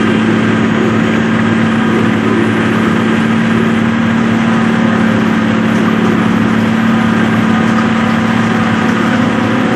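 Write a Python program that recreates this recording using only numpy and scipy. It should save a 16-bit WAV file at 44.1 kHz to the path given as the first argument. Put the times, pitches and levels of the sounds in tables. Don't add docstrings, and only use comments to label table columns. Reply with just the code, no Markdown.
import sys
import numpy as np
from scipy import signal
from scipy.fft import rfft, irfft
from scipy.io import wavfile
from scipy.ndimage import uniform_filter1d

SR = 44100
rng = np.random.default_rng(int(sys.argv[2]) if len(sys.argv) > 2 else 0)


def master(y):
    cut = np.clip(np.atleast_2d(y).T, -1, 1)
    pcm = np.round(cut * 32767)
    wavfile.write(sys.argv[1], SR, pcm.astype(np.int16))


def gain_from_decibels(decibels):
    exponent = np.asarray(decibels, float) / 20
    return 10 ** exponent


N = 429975
TIME = np.arange(N) / SR
STEPS = np.arange(N // 441 + 2) * 441 / SR
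FIRINGS = 12
EDGE_S = 0.22

# (time [s], firing rate [Hz], firing tone level [dB])
ENGINE_LOAD = [(0, 220, -13), (.95, 222.1, -14.5), (1.35, 223.6, -13.5), (1.7, 224.3, -12.5),
               (2.15, 220.7, -15), (2.9, 221.8, -14), (3.3, 224.4, -12.5), (4.15, 227.1, -12.5),
               (4.85, 224.9, -12), (5.15, 220.6, -13), (5.8, 220.8, -13), (6.15, 220.4, -14),
               (6.55, 220.6, -13), (6.85, 225.1, -12), (7.25, 221.9, -12), (8.3, 225, -13.5),
               (9.0, 221.1, -15), (9.75, 220.9, -17.5)]


def engine_state():
    firing_hz, firing_db = columns(ENGINE_LOAD, STEPS)
    sag_hz = firing_hz.mean() - firing_hz
    swing_db = firing_db - firing_db.mean()
    return firing_hz, sag_hz, swing_db


def engine_cycles():
    firing_hz = uniform_filter1d(engine_state()[0], size=9)
    return np.cumsum(fine(firing_hz)) / FIRINGS / SR + .2


# (time [s], facing [0 side window - 1 crop ahead], crop flow [dB])
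FACING_AND_FLOW = [(0, 0.077, 0.5), (1, 0.3, 0), (2, 0, -0.05), (3.2, 0.062, 0.85), (3.8, 0.19, -0.05),
                   (4.1, .8, -0.7), (4.6, 0.6, 0.5), (5.1, 0.99, 0), (6.1, 0.98, -0.35), (6.7, 0.99, -0.1),
                   (7.5, 1, 0.35), (8.3, 1, 0.7), (9.1, 1, 0.85), (9.75, 0.8, 0.3)]


def facing_and_flow(t):
    return columns(FACING_AND_FLOW, t)


# (order [per cycle], sag gain [dB/Hz], gain facing the crop [dB], drop per firing tone rise [dB/dB])
CAB_MODES = [(6, .4, -1.5, 0), (9, -0.2, -1.5, -0.5), (10, 0.5, 2.5, -1), (13, 1.5, 13, -1),
             (14, 0, 4, -2.5), (15, 2.24, -2.5, -0.1), (16, 0.7, -3, -0.3), (18, 2.5, -7, 0)]


def cab_gains():
    _, sag_hz, swing_db = engine_state()
    facing, _ = facing_and_flow(STEPS)
    sways = drift(1.5, count=len(CAB_MODES))
    gains = {}
    for (order, per_hz, ahead_db, per_db), sway in zip(CAB_MODES, sways):
        order = round(order)
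        node_db = -4.5 if order in (13, 14, 18) else 0
        gains[order] = per_hz * sag_hz + ahead_db * (facing - .5) - per_db * swing_db + node_db + 1.0 * sway
    return gains


def firing_lag(order):
    if order > 18:
        return rng.random()
    return order % 2 * np.sign(order - FIRINGS) / 4 + .12 * rng.random()


def any_lag(order):
    return rng.random()


# (order [per cycle], level [dB])
ENGINE_TONES = [(3, -45.5), (4, -46.5), (6, -26), (8, -45), (9, -28), (10, -22.5), (11, -37.5), (12, -14),
                (13, -37.5), (14, -32), (15, -28), (16, -27.5), (18, -29.5), (24, -46), (28, -39.5),
                (30, -40.5), (32, -46), (33, -49), (36, -47.5), (38, -42), (42, -40.5), (44, -50.5),
                (45, -40.5), (51, -52), (52, -38), (66, -41), (72, -70)]


def engine():
    gains = cab_gains()
    gains[12] = engine_state()[2]
    gains[66] = crop_load()[1]
    return tones(engine_cycles(), ENGINE_TONES, gains, waver_db=0.47, blur=0.021, lag=firing_lag)


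# (start [s], length [s], knife tone [dB], overtones and gear [dB])
SWATH_SPELLS = [
    (1.7, 0.46, 5.5, 9.5),
    (2.8, 0.56, 3, -1),
    (4.3, 0.81, 1, 9),
    (5.9, 0.42, 3.5, 6),
    (6.7, 0.51, 4, 11.5),
    (7.4, 1.39, 5, 11),
    (8.8, 1.24, 10, 9),
]


def crop_load():
    knife_db, overtone_db = spells(SWATH_SPELLS)
    return knife_db - 1.5, overtone_db - 2


# (harmonic [number], level [dB])
KNIFE_TONES = [(1, -27.5), (2, -35.5), (3, -40), (4, -42), (5, -44.5), (6, -45.5), (7, -49)]


def knife_drum():
    knife, overtones = crop_load()
    gains = {1: knife, 2: knife / 2 + 2}
    gains.update({harmonic: overtones for harmonic in range(3, 8)})
    return tones(13.43 * engine_cycles(), KNIFE_TONES, gains, waver_db=2.0, blur=0.43, lag=any_lag)


# (harmonic [number], level [dB])
PUMP_TONES = [(1, -33), (2, -40.5), (3, -33), (4, -52.5), (5, -61), (6, -47)]
# (start [s], length [s], pump tone [dB], third harmonic [dB])
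VALVE_SPELLS = [
    (-.2, 1.7, 14, 0),
    (1.45, .5, 0, 3),
    (2.0, 0.28, 3, -6),
    (4.1, 0.58, -4, -2),
    (4.75, 0.53, 20.5, -1.5),
    (5.35, 0.49, 17.5, -6),
    (5.85, 0.86, 4, -7),
    (7.0, 1.85, 9, -1),
    (9.0, 1.01, 20.5, -6),
]


def hydraulic_pump():
    pump_db, third_db = spells(VALVE_SPELLS)
    pump_db, third_db = pump_db - 15, third_db + 2.5
    gains = {1: pump_db, 3: third_db, 6: third_db}
    return tones(28.67 * engine_cycles(), PUMP_TONES, gains, waver_db=1.3, blur=0.16, lag=any_lag)


# (harmonic [number], level [dB])
BLOWER_TONES = [(1, -33.5), (2, -31.5), (3, -37.5), (5, -67)]


def blower():
    return tones(6.875 * engine_cycles(), BLOWER_TONES, {}, waver_db=3.5, blur=0.15, lag=any_lag)


def tones(turns, table, gains_db, waver_db, blur, lag):
    level, phase = drift(6.7, count=len(table)), drift(12, count=len(table))
    out = np.zeros(N)
    for k, (order, db) in enumerate(table):
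        order = round(order)
        slip = fine(blur * np.sqrt(order) * phase[k])
        angle = 2 * np.pi * (order * turns - lag(order)) + slip
        level_db = db + gains_db.get(order, 0) + waver_db * level[k]
        out += fine(gain_from_decibels(level_db)) * np.cos(angle)
    return np.sqrt(2) * out


# (time [s], peak [dB], pitch [Hz], 60 dB decay [s])
HOUSING_KNOCKS = [(1.392, -4, 1700, 0.037), (1.4707, -7, 1610, 0.064), (2.0467, -7, 1710, 0.061),
                  (2.8624, -10.5, 1320, 0.13), (5.88, -3, 1181, 0.068), (6.064, -4.5, 1201, 0.054),
                  (7.2108, -7, 1610, 0.071), (7.341, -7, 1160, 0.074), (7.783, -1.5, 1256, 0.062),
                  (8.081, -10, 1200, 0.12), (8.4002, -15, 1219, 0.095), (8.63, -11, 1175, 0.075),
                  (9.13, -6.5, 1504, 0.092)]
# (time [s], peak [dB], pitch [Hz], 60 dB decay [s])
HOUSING_RINGS = [
    (1.138, -2, 2310, .012),
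    (1.389, -3, 1930, 0.042),
    (1.96, -10, 2042, .08),
]


def knocks():
    out, t = np.zeros(N), np.arange(14000) / SR
    for s, db, hz, t60 in HOUSING_KNOCKS + HOUSING_RINGS:
        attack = np.minimum(t / (0.043 * t60), 1)
        blow = gain_from_decibels(db - 4.5 - 60 * t / t60) * np.sin(2 * np.pi * hz * t) * attack
        add_at(out, s, blow)
    return out


# (time [s], peak [dB], pitch [Hz])
GLASS_RATTLES = [(4.173, -29, 6330), (4.3822, -29, 5930), (4.5289, -29, 5830), (5.0995, -34, 5565),
                 (5.1784, -29, 5100), (5.2632, -30, 4765), (5.7444, -24, 6020), (6.0444, -26.5, 6220),
                 (6.2946, -31, 5834), (6.5963, -28, 4920), (6.87, -30, 5134), (7.2369, -41, 4373),
                 (7.6706, -24.5, 5804), (7.777, -23.5, 4830), (8.0933, -24, 4538), (8.269, -29, 5146),
                 (8.433, -27, 5666), (8.628, -26, 4776), (8.7553, -30, 5367), (8.881, -24, 5540),
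                 (9.0536, -30, 5290), (9.152, -25, 4920), (9.2183, -30, 5980), (9.4232, -28, 4870)]


def rattles():
    out, t = np.zeros(N), np.arange(4000) / SR
    clicks = rng.standard_normal((len(GLASS_RATTLES), len(t), 2)).prod(2)
    for (s, db, hz), row in zip(GLASS_RATTLES, clicks):
        envelope = gain_from_decibels(db - 9.5 - 60 * t / 0.33) * np.minimum(t / 0.0072, 1)
        add_at(out, s, evened(ring(row, hz, width_hz=1100)) * envelope)
    return out


# (frequency [Hz], rms level of each overtone [dB])
HORN_COLOUR = [(400, -44), (2000, -43), (2400, -36), (3200, -35), (3700, -58), (6300, -64), (7200, -56),
               (12000, -66)]


def horn():
    end_s, release_s = .205, .02
    t, hz = TIME[:SR // 2], 398.4 * np.arange(1, 31)[:, None]
    level_db = colour_db(HORN_COLOUR, hz, offset=0)
    buzz = gain_from_decibels(level_db) * np.sin(2 * np.pi * (hz * t + rng.random(hz.shape)))
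    out = np.zeros(N)
    out[:len(t)] = np.sqrt(2) * buzz.sum(0) * np.clip((end_s - t) / release_s + .5, 0, 1)
    return out


# (start [s], length [s], top pitch [Hz], tone [dB], octave [dB])
TURBO_SPELLS = [
    (.12, .5, 6580, -62, -56),
    (.45, 1.0, 6735, -44.5, -55),
    (2.5, .75, 6560, -58, -55),
]


def turbo():
    out, wobble = np.zeros(N), fine(.8 * drift(30, count=1)[0])
    for start, length, top_hz, tone_db, octave_db in TURBO_SPELLS:
        along = (TIME - start) / length
        arch = 1 - .012 * np.clip(2 * along - 1, -1, 1) ** 2
        angle = 2 * np.pi * np.cumsum(top_hz * arch) / SR + wobble
        on = np.clip(np.minimum(along, 1 - along) * length / EDGE_S, 0, 1)
        out += on * (gain_from_decibels(tone_db) * np.sin(angle) + gain_from_decibels(octave_db) * np.sin(2 * angle))
    return out


# (frequency [Hz], density [dB])
CLATTER_COLOUR = [(380, -38), (460, -2), (620, -2), (900, -4.5), (1150, 0), (1300, -2), (1420, 0.5),
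                  (1600, -1), (1900, 0), (2200, -5), (2600, -6.5), (3200, -9), (3600, -17.5), (4400, -55)]
# (frequency [Hz], density [dB])
HISS_COLOUR = [(3000, -25), (3800, 5), (4600, -4.5), (6000, -1), (7400, -2), (8400, -3.5), (9200, -8)]
# (frequency [Hz], density [dB])
CHAFF_COLOUR = [(7800, -12.5), (9200, 2), (10500, 2.5), (12000, 1), (13500, -3), (14400, -3.5),
                (15500, -52)]
# (start [s], length [s], level [dB])
CHAFF_CLOUDS = [
    (0, 1.6, -1.5),
    (1.9, 1.5, 1),
    (3.5, 0.33, 2.5),
    (5.1, .25, 2),
    (5.65, 0.19, 4),
    (5.9, 1.6, 2),
    (9.6, 0.38, 0),
]


def crop_stream():
    _, flow_db = facing_and_flow(STEPS)
    lumps = drift(56, count=1)[0]
    clatter_db = -20.5 + flow_db + 1.23 * lumps
    hiss_db = -41 + 1.4 * flow_db + 1.1 * lumps
    chaff_db = -46 + spells(CHAFF_CLOUDS)[0] + 0.3 * lumps
    out = fine(gain_from_decibels(clatter_db)) * noise(CLATTER_COLOUR, size=512, patchy_db=0.12, gusty_db=0.37)
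    out += fine(gain_from_decibels(hiss_db)) * noise(HISS_COLOUR, size=512, patchy_db=1.0, gusty_db=0.7)
    out += fine(gain_from_decibels(chaff_db)) * noise(CHAFF_COLOUR, size=512, patchy_db=1.5, gusty_db=0.05)
    return out


# (frequency [Hz], width [Hz], level [dB])
CAB_PANELS = [(1245, 31, -31), (1588, 65, -35), (1010, 27, -38.5), (737, 58, -52), (493.7, 59, -35.5)]


def panels():
    _, flow_db = facing_and_flow(STEPS)
    out, shake = np.zeros(N), rng.standard_normal(N)
    swell = drift(4, count=len(CAB_PANELS))
    for (hz, width, db), wander in zip(CAB_PANELS, swell):
        out += fine(gain_from_decibels(db + 2.5 * flow_db + 1.8 * wander)) * evened(ring(shake, hz, width))
    return out


# (frequency [Hz], density [dB])
BOOM_COLOUR = [(270, -20), (315, -6), (345, 4), (385, 1), (410, -8.5), (450, -7.5), (520, -18)]
# (start [s], length [s], boom level [dB])
RUT_SPELLS = [
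    (.55, 0.41, 3.5),
    (1.3, 0.53, -2),
    (2.05, 0.14, -0.5),
    (3.15, 0.34, -3),
    (3.55, .25, 1.5),
    (3.85, 0.27, -8),
    (5.5, 0.38, 0),
    (5.95, 0.37, 3.5),
    (6.75, 0.36, -4),
    (9.4, .4, 0.5),
]


def boom():
    facing, _ = facing_and_flow(STEPS)
    jolts = drift(4.5, count=1)[0]
    boom_db = -20.5 - 4.5 * facing + 0.2 * engine_state()[1] + 1.75 * jolts + spells(RUT_SPELLS)[0]
    return fine(gain_from_decibels(boom_db)) * noise(BOOM_COLOUR, size=2048, patchy_db=0.44, gusty_db=0.5)


# (frequency [Hz], density [dB])
RUMBLE_COLOUR = [(25, -29), (42, -29), (58, -30), (80, -13.5), (108, 3), (135, -6.5), (155, 2), (200, -5),
                 (260, -8), (310, -7.5), (450, -18), (600, -25)]


def rumble():
    return gain_from_decibels(-23) * noise(RUMBLE_COLOUR, size=4096, patchy_db=0.3, gusty_db=1.4)


# (frequency [Hz], gain [dB])
FACING_COLOUR = [(450, -0.5), (800, 2.3), (1400, 1.1), (2500, -1.04), (5200, 3), (7500, 0.5), (10500, -1.5),
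                 (13500, 2.5)]


def noise(colour, size, patchy_db, gusty_db):
    hop, hz = size // 4, np.fft.rfftfreq(size, 1 / SR)
    a, b, patches = rng.standard_normal((N // hop + 6, len(hz), 3)).T
    patches = uniform_filter1d(patches, size // 64, 0)
    patches = evened(uniform_filter1d(patches, 3000 // hop + 1, 1))
    gusts = evened(uniform_filter1d(rng.standard_normal(a.shape[1]), 2000 // hop + 1))
    shape_db = colour_db(colour, hz, 1, -90, -90)
    facing, _ = facing_and_flow(np.arange(a.shape[1]) * hop / SR)
    tint_db = np.outer(colour_db(FACING_COLOUR, hz, 1), facing)
    z = (a + 1j * b) * gain_from_decibels(shape_db[:, None] + tint_db + patchy_db * patches + gusty_db * gusts)
    return evened(signal.istft(z, nperseg=size, noverlap=size - hop)[1][:N])


def colour_db(rows, hz, offset, *outside):
    f, db = np.transpose(rows)
    return np.interp(np.log(hz + offset), np.log(f), db, *outside)


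def evened(x):
    return x / np.sqrt(np.mean(x ** 2) + 1e-20)


def columns(rows, t):
    s, *values = np.transpose(rows)
    return [np.interp(t, s, v) for v in values]


def spells(rows):
    start, length, *values = np.transpose(rows)[:, :, None]
    on = np.clip(np.minimum(STEPS - start, start + length - STEPS) / EDGE_S + .5, 0, 1)
    return [(v * on).sum(0) for v in values]


def drift(top_hz, count):
    keep = np.fft.rfftfreq(len(STEPS), STEPS[1]) < top_hz
    slow = irfft(rfft(rng.standard_normal((count, len(STEPS)))) * keep, len(STEPS))
    return slow / slow.std(1, keepdims=True)


def fine(slow):
    return np.interp(TIME, STEPS, slow)


def ring(x, hz, width_hz):
    r = np.exp(-np.pi * width_hz / SR)
    return 2 * signal.lfilter([1 - r], [1, -r * np.exp(2j * np.pi * hz / SR)], x).real


def add_at(out, s, sound):
    part = out[round(s * SR):][:len(sound)]
    part += sound[:len(part)]


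def scene():
    drive_line = engine() + knife_drum() + hydraulic_pump() + blower()
    strikes = knocks() + rattles()
    roar = crop_stream() + panels() + boom() + rumble()
    return (drive_line + strikes + horn() + turbo() + roar)[None]


# (time [s], peak [dB])
BRIGHT_CLICKS = [
    (.966, -47),
    (9.7335, -36),
]


def snaps():
    out, t = np.zeros(N), np.arange(700) / SR
    bright = signal.butter(4, 8500, "high", fs=SR, output="sos")
    for s, db in BRIGHT_CLICKS:
        burst = signal.sosfilt(bright, rng.standard_normal(len(t)))
        out[round(s * SR):][:len(t)] += gain_from_decibels(db) * np.hanning(len(t)) * burst
    return out


def thinned(x, gate_db, from_hz):
    hz, _, z = signal.stft(x, SR, "cosine", nperseg=2048)
    sink_db = 9 * np.maximum(from_hz - hz, 0) / 1000
    faint = abs(z) < gain_from_decibels(gate_db - sink_db)[:, None]
    treble = (hz > from_hz - 1500)[:, None]
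    return signal.istft(z * ~(faint & treble), SR, "cosine", nperseg=2048)[1][:, :N]


def top_cut(x):
    return signal.sosfilt(signal.butter(12, 14410, fs=SR, output="sos"), x)


def record(dry):
    soft = dry / (1 + abs(dry) ** 6) ** (1 / 6)
    soft = signal.sosfilt(signal.butter(2, 30, "high", fs=SR, output="sos"), soft)
    mix = thinned(soft, gate_db=-64.5, from_hz=8870) + snaps()
    return top_cut(mix)


dry = scene()
out = record(dry)
master(out)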